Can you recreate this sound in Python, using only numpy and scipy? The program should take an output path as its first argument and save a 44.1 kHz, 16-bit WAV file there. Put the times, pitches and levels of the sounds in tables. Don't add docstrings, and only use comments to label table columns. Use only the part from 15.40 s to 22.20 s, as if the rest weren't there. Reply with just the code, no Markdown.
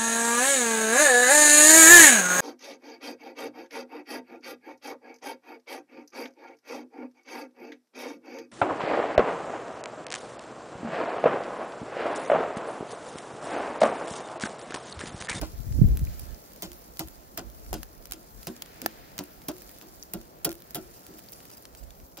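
import sys
import numpy as np
from scipy import signal
from scipy.fft import rfft, irfft
from scipy.io import wavfile
from scipy.ndimage import uniform_filter1d

SR = 44100
rng = np.random.default_rng(int(sys.argv[2]) if len(sys.argv) > 2 else 0)


def int16_out(signal):
    q = np.round(np.clip(np.atleast_2d(signal).T, -1, 1) * 32767)
    wavfile.write(sys.argv[1], SR, q.astype(np.int16))


def amplitude_ratio(level_db):
    exponent = np.asarray(level_db, float) / 20
    return 10 ** exponent


N = 299880

# (pitch [Hz], level [dB], t60 [s])
TINE_MODES = [(2560, -7, .014), (4850, -1, .009), (5900, 0, .009), (7400, -1, .01), (9250, -3, .012),
              (10500, 1, .012), (13500, 3, .012), (14900, 2, .01)]
# (time [s], lag [samples])
FORK_LAG_CURVE = [(0, 4), (1.6, 6), (2.3, 1), (5.0, -3), (6.8, -1)]


def rms_one(x):
    return x / np.sqrt(np.mean(x ** 2) + 1e-20)


def in_time(rows):
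    s, *columns = np.transpose(rows)
    return [np.interp(np.arange(N) / SR, s, column) for column in columns]


def at_hz(points, hz):
    table_hz, values = np.transpose(points)
    return np.interp(np.log(hz), np.log(table_hz), values)


def fork_lag(s):
    return np.interp(s, *np.transpose(FORK_LAG_CURVE))


def band(x, low_hz, high_hz):
    sos = signal.butter(2, [low_hz, high_hz], "band", fs=SR, output="sos")
    return signal.sosfilt(sos, x + 1e-18)


def third_octaves(low_hz, count):
    edges_hz = low_hz * 2 ** (np.arange(count + 1) / 3)
    return list(zip(edges_hz, edges_hz[1:]))


def drift(rate_hz):
    r = np.exp(-2 * np.pi * rate_hz * 40 / SR)
    slow = signal.lfilter([1], [1, -2 * r, r * r], rng.standard_normal(N // 40 + 2002))[2000:]
    return np.interp(np.arange(N) / 40, np.arange(len(slow)), rms_one(slow))


def dying(t60_s, size):
    return amplitude_ratio(-60 * np.arange(size) / SR / t60_s)


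def ring(force, modes):
    out = 0
    for k, (hz, level_db, t60_s) in enumerate(modes):
        r = amplitude_ratio(-60 / (t60_s * SR))
        w = 2 * np.pi * hz / SR
        mode = signal.lfilter([0, amplitude_ratio(level_db) * np.sin(w)], [1, -2 * r * np.cos(w), r * r], force + 1e-18)
        out = out + (-1) ** k * mode
    return out


def varied(modes, detune, spread_db):
    chance = rng.standard_normal((len(modes), 2))
    return [(hz * (1 + detune * a), level_db + spread_db * b, t60_s)
            for (hz, level_db, t60_s), (a, b) in zip(modes, chance)]


def add(out, sound, s, pan_db, lag):
    for port, (late, gain_db) in enumerate([(lag, pan_db / 2), (0, -pan_db / 2)]):
        at = max(round(s * SR + late), 0)
        out[port, at:at + len(sound)] += amplitude_ratio(gain_db) * sound[:N - at]


def pricks():
    # (time [s], crunch [dB], thud [dB], boom [dB], crunch t60 [s])
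    prick_rows = [(0.0126, -28, -28.5, -37, 0.21), (1.2222, -13.5, -33.5, -45, 0.14),
                  (1.592, -17, -31, -39, 0.14), (1.9734, -15.5, -28.5, -47.5, 0.1),
                  (2.3291, -26, -33, -38, 0.2), (2.7208, -21, -51, -52.5, 0.16),
                  (3.0689, -18, -35.5, -40.5, 0.093), (3.4161, -36, -47, -46, 0.56),
                  (3.7877, -27, -33.5, -40, 0.11), (4.0826, -7.5, -33, -37, 0.072),
                  (4.4139, -40, -45, -54.5, 0.17), (4.7348, -23, -39.5, -39, 0.11),
                  (5.046, 1.5, -29, -33.5, 0.08), (5.3461, -8, -38.5, -38.5, 0.12),
                  (5.677, -36, -69, -49, 0.09), (6.7719, -35.5, -39, -54, 0.56)]
    # (low sway [dB], upper wires [dB], push [s])
    load_rows = [(6, 0, 0.0081), (-3, 0.5, 0.015), (7, 10.5, 0.009), (0.5, 4.5, 0.02), (1.5, 3.5, 0.011),
                 (-2, 2, 0.022), (8, 2.5, 0.0093), (-0.5, -6, 0.013), (5, 0, 0.0087), (-11, 0.5, 0.0076),
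                 (5, -1, 0.016), (0, -2, .012), (-9, -3, 0.014), (0.5, 0, 0.014), (1, -6, 0.0185),
                 (3, 8, 0.0096)]
    # (pitch [Hz], level [dB], t60 [s])
    basket_modes = [(188, 0.5, 0.037), (229, -10, 0.17), (322, 0, 0.13), (348.9, -16.5, 0.56),
                    (370.7, -4.5, 0.15), (556, -6, 0.053), (675, -4.5, 0.029), (880, -17, 0.036),
                    (1350, -13, 0.061)]
    dull_crunch_db = -15
    size = 9000
    out = np.zeros((2, N))
    t = np.arange(size) / SR
    for (s, bright_db, thud_db, boom_db, t60_s), (low_db, upper_db, push_s) in zip(prick_rows, load_rows):
        dull_db = (bright_db + thud_db) / 2 + dull_crunch_db
        lag = fork_lag(s)
        uneven_db = 3 * np.repeat(rng.standard_normal(size // 40), 40)
        shards = rng.standard_normal(size) * amplitude_ratio(uneven_db)
        bright = band(band(shards * dying(.65 * t60_s, size), 10200, 16500), 9000, 17000)
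        dull = band(shards * dying(t60_s, size) * (1 - np.exp(-t / .002)), 2000, 7200)
        tines = amplitude_ratio(-30) * ring(shards * dying(.03, size), varied(TINE_MODES, .02, 5))
        add(out, amplitude_ratio(bright_db - 19.5) * bright, s, -7.0, lag)
        add(out, amplitude_ratio(dull_db + 7.5) * (dull + tines), s, 3.0, lag)

        thud = band(rng.standard_normal(size) * t / 0.02 * np.exp(1 - t / 0.011), 257, 1075)
        loaded = [(hz, level_db + low_db * (hz < 260) + upper_db * (hz > 500), ring_s)
                  for hz, level_db, ring_s in basket_modes]
        push = rng.standard_normal(size) * t / push_s * np.exp(1 - t / push_s)
        boom = ring(push, varied(loaded, 0.0266, 2.5))
        boom = boom / abs(boom).max()
        add(out, amplitude_ratio(thud_db + 8.5) * thud + amplitude_ratio(boom_db + 10.0) * boom, s, .3, lag)
    return out


def snap_rows():
    # (time [s], level [dB], brightness [dB], left lag [samples])
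    skin_rows = [(0.0144, -36.5, 5.5, 8.5), (1.2228, -36.5, 9, 8.5), (1.5937, -31, 10, 11),
                 (1.9762, -33.5, 10, 6.5), (1.9931, -36, -26, 10), (2.33, -34, 6, 11),
                 (2.341, -33.5, 7, -7), (2.7111, -39.5, 5, -0.5), (2.7214, -32.5, 9, 5.5),
                 (2.7349, -37, -5, 6), (3.0706, -37.5, 11.5, 1), (3.4176, -35, 6.5, 7),
                 (3.7805, -34.5, 5, 5.5), (3.7899, -30.5, 4.5, -1), (4.0845, -39.5, 13, -3.5),
                 (4.4135, -46.5, 6, 2), (4.4232, -50, 9, 11), (4.7367, -36, 13.5, -6.5),
                 (5.0475, -29.5, 5, -11.5), (5.0517, -30.5, 15, -5), (5.0923, -36.5, 3, 6),
                 (5.1054, -43, 1.1, 6), (5.11, -46, 8, -8), (5.117, -39, 3, -3.5),
                 (5.1276, -46.5, 12, -0.5), (5.3465, -35.5, 9.5, 8.5), (5.3556, -37, 7, 7),
                 (5.6665, -46.5, 8, -1), (6.772, -43, -4, 3), (6.7764, -51.5, 16, 5.5),
                 (1.571, -42.5, 0, 7.5), (2.7045, -64, 3, 2), (3.2605, -47, -1, 1), (6.601, -53.5, -4, 1.5)]
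    # (time [s], dull [dB], bright [dB])
    ember_rows = [(0.324, -34.5, -50), (0.5941, -34.5, -39), (0.651, -34.5, -39), (1.1209, -42, -51),
                  (1.3178, -31.5, -41), (2.1476, -42, -70), (2.2638, -40, -51), (2.4316, -25, -34),
                  (2.6558, -33, -39), (2.671, -41, -46), (3.031, -36.5, -40), (3.1654, -32, -47),
                  (3.222, -19, -30), (3.4614, -16, -20), (4.0186, -38.5, -51), (4.116, -36, -43),
                  (4.183, -39, -44), (4.22, -35, -41), (4.6345, -37, -39), (5.3078, -34, -37),
                  (5.7159, -46, -53), (5.739, -41, -54), (5.792, -35, -41), (5.9217, -42, -37),
                  (6.103, -35.5, -47), (6.115, -39, -44), (6.254, -29, -46), (6.35, -33, -47),
                  (6.5064, -34.5, -52)]
    # (time [s], dull [dB], bright [dB])
    drop_rows = [(0.204, -40, -45), (0.4869, -39, -42.5), (0.5725, -28, -32), (0.6135, -48, -43),
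                 (0.795, -36, -35.5), (1.134, -46, -45), (1.1615, -40, -42), (1.3316, -36, -42),
                 (1.6746, -39, -43), (1.6846, -34.5, -39), (2.1003, -39.5, -48), (2.2024, -60, -50),
                 (3.8387, -36, -39), (4.167, -42, -45), (4.293, -35, -44), (4.3146, -46, -44),
                 (4.3856, -42, -42), (4.5598, -42, -47), (4.8143, -36.5, -46), (5.1424, -42, -46),
                 (5.1539, -40, -42), (5.2042, -42, -45), (5.2215, -39, -43), (5.5054, -54, -47),
                 (5.5933, -48, -47), (5.7868, -42, -41), (5.886, -46, -50), (5.896, -47, -48),
                 (5.9291, -39, -42), (6.004, -38.5, -49), (6.0312, -41, -47), (6.054, -38.5, -44),
                 (6.1712, -44, -44), (6.2244, -43, -45), (6.432, -50, -52)]
    dull_trim_db, bright_trim_db, lag_spread_samples = -12.5, 14.5, 4.9
    stray_count, stray_db, stray_spread_db, stray_bright_db = 16, -59, 2.5, 5

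    loose = [(s, dull_db + dull_trim_db, bright_db - dull_db + bright_trim_db)
             for s, dull_db, bright_db in list(ember_rows) + list(drop_rows)]
    for a, b in rng.random((stray_count, 2)) * .99:
        loose.append((a * N / SR, stray_db + stray_spread_db * (2 * b - 1), stray_bright_db))
    offsets = lag_spread_samples * rng.standard_normal(len(loose))
    return list(skin_rows) + [(s, level_db, bright_db, fork_lag(s) + offset)
                              for (s, level_db, bright_db), offset in zip(loose, offsets)]


def snaps():
    dull, bright = np.zeros((2, 2, N))
    size = 700
    for s, dull_db, bright_db, lag in snap_rows():
        noise = rng.standard_normal((3, size))
        step = noise[0] * dying(.003, size)
        step[0] = 8 * np.sign(step[0])
        step = step / np.sqrt(np.sum(step ** 2))
        scatter = amplitude_ratio(-22.0) * noise[1:] * dying(0.022, size)
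        at = round(s * SR)
        for out, level_db, pan_db in [(dull, dull_db + 23.5, 2.2), (bright, dull_db + bright_db + 20.0, -7.0)]:
            add(out, amplitude_ratio(level_db) * step, s, pan_db, lag)
            out[:, at:at + size] += amplitude_ratio(level_db) * scatter
    return band(dull, 1100, 8200) + band(band(bright, 10500, 16500), 9600, 17000)


def ticks():
    # (time [s], level [dB], pitch [Hz])
    tick_rows = [(.6705, -35.5, 2320), (1.597, -35, 1350), (1.612, -32, 1350), (1.996, -35, 1350),
                 (4.738, -18, 8600), (2.4313, -44, 3080), (.9455, -36, 5600), (2.6235, -46, 4800),
                 (2.6555, -32.5, 5620), (3.0295, -37, 4500), (3.2214, -32.5, 3330), (3.4612, -22.5, 4360),
                 (4.6268, -23, 5930), (5.8868, -34, 4600), (6.2538, -39, 3540)]
    fall_cycles = 18
    out = np.zeros((2, N))
    click = np.pad([1.], (0, 600))
    for s, level_db, hz in tick_rows:
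        tone = ring(click, [(hz, level_db, fall_cycles / hz)])
        add(out, band(tone, 0.7 * hz, 1.25 * hz), s, 1.5, fork_lag(s))
    return out


def drags():
    # (start [s], length [s], level [dB])
    drag_rows = [
        (0.793, 0.0072, -46),
        (5.539, 0.041, -56.5),
        (5.77, 0.016, -58),
        (5.926, 0.011, -50),
        (5.948, 0.013, -59),
        (6.096, 0.0075, -55),
        (6.113, 0.037, -54.5),
        (6.17, 0.012, -54),
        (6.37, 0.031, -57),
        (6.43, 0.011, -57),
    ]
    out = np.zeros((2, N))
    for s, length_s, level_db in drag_rows:
        size = round(length_s * SR)
        uneven_db = 4 * np.repeat(rng.standard_normal(size // 60 + 1), 60)[:size]
        rough = rng.standard_normal(size) * amplitude_ratio(uneven_db)
        force = np.pad(amplitude_ratio(level_db) * rough * np.hanning(size) ** 0.049, (0, 1000))
        tines = amplitude_ratio(-21) * ring(force, varied(TINE_MODES, .03, 3))
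        add(out, tines + amplitude_ratio(-4) * band(force, 4000, 16000), s, -2, -2)
    return out


def crack():
    # (time [s], level [dB], upper modes [dB], left lag [samples])
    crack_rows = [
        (2.3291, -15.5, -28, -4),
        (2.4307, -33, -6, -6),
        (3.0712, -23.5, -13, 11),
        (3.2207, -41, -14, 6),
        (3.4609, -11, -2.5, 7.5),
        (6.253, -59, -4, 9),
    ]
    # (pitch [Hz], level [dB], t60 [s])
    coal_modes = [(293, 0, 0.0072), (760, 4, 0.0088), (1320, -3, 0.029), (1762, 3.5, 0.041),
                  (2380, -86, 0.013)]
    out = np.zeros((2, N))
    for s, level_db, upper_db, lag in crack_rows:
        click = np.pad(amplitude_ratio(level_db) * np.hanning(6) / 6.6, (0, 2000))
        upper = ring(click, coal_modes[2:]) + amplitude_ratio(21) * band(click, 4000, 8100)
        add(out, ring(click, coal_modes[:2]) + amplitude_ratio(upper_db) * upper, s, 1.5, lag)
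    return out


def spit(sizzle_db, per_s):
    # (frequency [Hz], density [dB per Hz])
    burst_spectrum = [(2000, -31), (5000, 2), (8500, -4), (13000, -0.5), (16000, -28)]
    born = rng.random(N) < per_s * amplitude_ratio(5.0 * drift(6)) / SR
    sizes_db = 4 * np.minimum(rng.exponential(1, N), 3)
    bursts = born * amplitude_ratio(sizes_db) * rng.choice([-1, 1], N)
    near = rng.random(N) < .5
    ports = np.array([np.roll(bursts * near, 5) + np.roll(bursts * ~near, -4), bursts])
    out = 0
    for k, (low_hz, high_hz) in enumerate(third_octaves(1840, count=9)):
        level_db = at_hz(burst_spectrum, np.sqrt(low_hz * high_hz))
        out = out + (-1) ** k * amplitude_ratio(level_db) * band(ports, low_hz, high_hz)
    return amplitude_ratio(sizzle_db - 6.5) * rms_one(out)


def pit(x):
    out = x.copy()
    echoes = [[(.0005, -9.5), (.0017, -8.5)], [(.0009, -10.5), (.0023, -5.5)]]
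    for port, taps in enumerate(echoes):
        for late_s, level_db in taps:
            lag = round(late_s * SR)
            out[port, lag:] -= amplitude_ratio(level_db) * x[port, :-lag]
    return out


def bed_noise(spectrum, low_hz, count, patchy_db, lag):
    # (frequency [Hz], shared power [0..1])
    likeness = [(100, 1), (300, 0.67), (800, 0.84), (2000, 0.23), (15000, 0.27)]
    out = []
    together = drift(3)
    white = rng.standard_normal((2, 3, N))
    for k, (low, high) in enumerate(third_octaves(low_hz, count)):
        shared, left, right = band(white[k % 2], low, high)
        alike = at_hz(likeness, low)
        common = np.array([np.roll(shared, lag), shared])
        pair = np.sqrt(alike) * common + np.sqrt(1 - alike) * np.array([left, right])
        flicker_db = patchy_db * (.5 * together + drift(14))
        out.append(amplitude_ratio(at_hz(spectrum, np.sqrt(low * high)) + flicker_db) * pair)
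    return out


def bed(roar_db, rustle_db, hiss_db, sizzle_db):
    # (frequency [Hz], density [dB per Hz])
    roar_spectrum = [(53, -31), (90, -3), (185, 0.5), (316, -0.5), (376, -2), (626, -1), (960, -5.5),
                     (1820, -13.5), (2200, -19), (2860, -49), (4840, -120)]
    # (frequency [Hz], density [dB per Hz])
    sizzle_spectrum = [(710, -72), (1200, -12.5), (1830, -8), (2760, -12.5), (5840, -5.5), (8600, -9),
                       (11500, -15), (15000, -5.5), (16000, -6)]
    roar = rms_one(sum(bed_noise(roar_spectrum, 88.3, count=12, patchy_db=1.0, lag=-19)))
    bands = bed_noise(sizzle_spectrum, 1265, count=11, patchy_db=1.2, lag=2)
    layers = [(rustle_db, bands[:4]),
              (0.64 * rustle_db + .35 * hiss_db - 2.0, bands[4:6]),
              (hiss_db + 0.085, bands[6:9]),
              (sizzle_db + 0.054, bands[9:])]
    out = amplitude_ratio(roar_db + 5.5) * roar
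    for level_db, part in layers:
        out = out + amplitude_ratio(level_db) * rms_one(sum(part))
    return out


def air():
    # (time [s], rumble [dB], left-right [dB])
    gust_curve = [
        (0.0, -36.5, -18),
        (0.15, -49, 20.5),
        (0.328, -33.5, 3),
        (0.378, -29.5, -15.5),
        (0.44, -22, 1),
        (.55, -26, -1.5),
        (.64, -33, 7.5),
        (0.934, -50.5, -26),
        (1.0, -88, 20),
    ]
    # (time [s], peak [dB], left-right [dB], half length [s])
    puff_rows = [(1.278, -56.5, -10, 0.09), (1.502, -54, -17, 0.022), (1.656, -38.5, -7, 0.033),
                 (2.063, -48.5, -11, 0.11), (2.328, -38, 5, 0.11), (2.588, -53.5, -24, 0.032),
                 (2.71, -48, -7, 0.044), (2.982, -50, 13, 0.058), (3.61, -52, -6, .06),
                 (4.8, -50, 0, 0.046), (5.13, -54, 3, 0.057), (5.47, -53.5, -5, 0.077),
                 (6.448, -50, -15.5, 0.076), (6.633, -46.5, 0, 0.032)]
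    puff_fall_db = 11.5
    calm_db, calm_sag_db_per_s, calm_pan_db = -58.5, 0.84, -3
    t = np.arange(N) / SR
    side = np.array([[.5], [-.5]])
    level_db, pan_db = in_time(gust_curve)
    gust = amplitude_ratio(2 * (level_db + side * pan_db)) * (t < gust_curve[-1][0])
    power = gust + amplitude_ratio(2 * (calm_db - calm_sag_db_per_s * t + side * calm_pan_db))
    for s, peak_db, pan_db, half_s in puff_rows:
        near = slice(round((s - 3 * half_s) * SR), round((s + 3 * half_s) * SR))
        fall_db = puff_fall_db * abs(t[near] - s) / half_s
        power[:, near] += amplitude_ratio(2 * (peak_db + side * pan_db - fall_db))
    return 10 * np.log10(power)


def wind():
    # (time [s], peak [dB], pitch [Hz], port [0 left, 1 right])
    slap_rows = [(0.199, -25, 124, 0), (0.266, -20.5, 89.5, 0), (0.309, -19.5, 98, 0), (0.344, -38, 110, 1),
                 (0.385, -12.5, 122, 1), (.415, 0, 141, 1), (0.421, -13, 110, 0), (0.431, -11, 139, 0),
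                 (0.441, -6.5, 139, 0), (0.445, -9, 62.4, 0), (0.513, -20, 120, 0), (0.615, -17, 126, 1),
                 (0.628, -17, 91.5, 1), (.54, -19, 92, 1), (0.68, -26, 90.5, 1), (.389, -16.5, 200, 1),
                 (0.447, -14, 58, 1), (0.482, -16, 54.6, 0), (0.576, -22, 58, 0), (.625, -17, 55, 0),
                 (.135, -30, 65, 1), (.83, -34, 95, 0)]
    level_db = air()
    lumps = amplitude_ratio(1.6 * np.array([drift(12), drift(13)]))
    white = rng.standard_normal((2, N))
    deep = rms_one(band(band(white, 35, 76), 29, 95))
    flutter = rms_one(band(white, 46.0, 163)) * amplitude_ratio(-8.0 + 0.064 * (level_db + 12))
    out = lumps * (deep + flutter) * amplitude_ratio(np.minimum(level_db + 2.0, -20))
    for s, peak_db, hz, port in slap_rows:
        cycles = np.arange(1800) / SR * hz
        swing = np.sin(2 * np.pi * cycles) * cycles * np.exp(-2.6 * cycles)
        at = round(s * SR)
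        out[int(port), at:at + 1800] += amplitude_ratio(peak_db) * swing / abs(swing).max()
    return band(out, 29, 750)


def scene():
    # (time [s], level [dB])
    leaves_curve = [(0, -61), (.3, -65), (.72, -59), (.97, -64), (1.52, -66), (2.95, -67), (3.11, -61.5),
                    (3.35, -57), (3.7, -60), (4.01, -65), (4.26, -63.5), (4.7, -68), (5.53, -64),
                    (6.12, -66), (6.63, -70), (6.8, -77)]
    # (time [s], level [dB])
    frying_curve = [(0, -58.5), (.3, -53.5), (.72, -52.5), (.97, -56), (1.52, -56), (2.74, -58.5),
                    (3.05, -55), (3.24, -57), (3.6, -58), (3.84, -59), (4.2, -55.5), (4.58, -59),
                    (5.11, -60), (5.53, -57), (6.12, -57), (6.3, -59.5), (6.65, -58.5), (6.8, -64)]
    (leaves_db,), (fat_db,) = in_time(leaves_curve), in_time(frying_curve)
    gusty_db = leaves_db - leaves_db.mean()
    lively_db = fat_db - fat_db.mean()
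    roar_db = -59 + 0.17 * gusty_db
    hiss_db = -63 + lively_db + 0.077 * gusty_db
    near = pricks() + drags() + ticks() + crack() + spit(fat_db, per_s=250)
    return pit(near) + snaps() + bed(roar_db, leaves_db, hiss_db, fat_db) + wind()


def roll_off(x):
    return signal.sosfilt(signal.butter(12, 16970, fs=SR, output="sos"), x)


def record(dry):
    cutoff_hz, skirt_hz = 15800, 300
    dry = dry - 0.22 * band(dry, 7360, 9330)
    above = np.clip((np.fft.rfftfreq(N, 1 / SR) - cutoff_hz) / skirt_hz + .5, 0, 1)
    top = irfft(rfft(dry) * above, N)
    sharp = uniform_filter1d(top ** 2, 200) > 80 * np.median(top ** 2)
    kept = dry - top * (1 - .25 * uniform_filter1d(1. * sharp, 120))
    return roll_off(np.clip(kept, -.99, .99))


dry = scene()
out = record(dry)
int16_out(out)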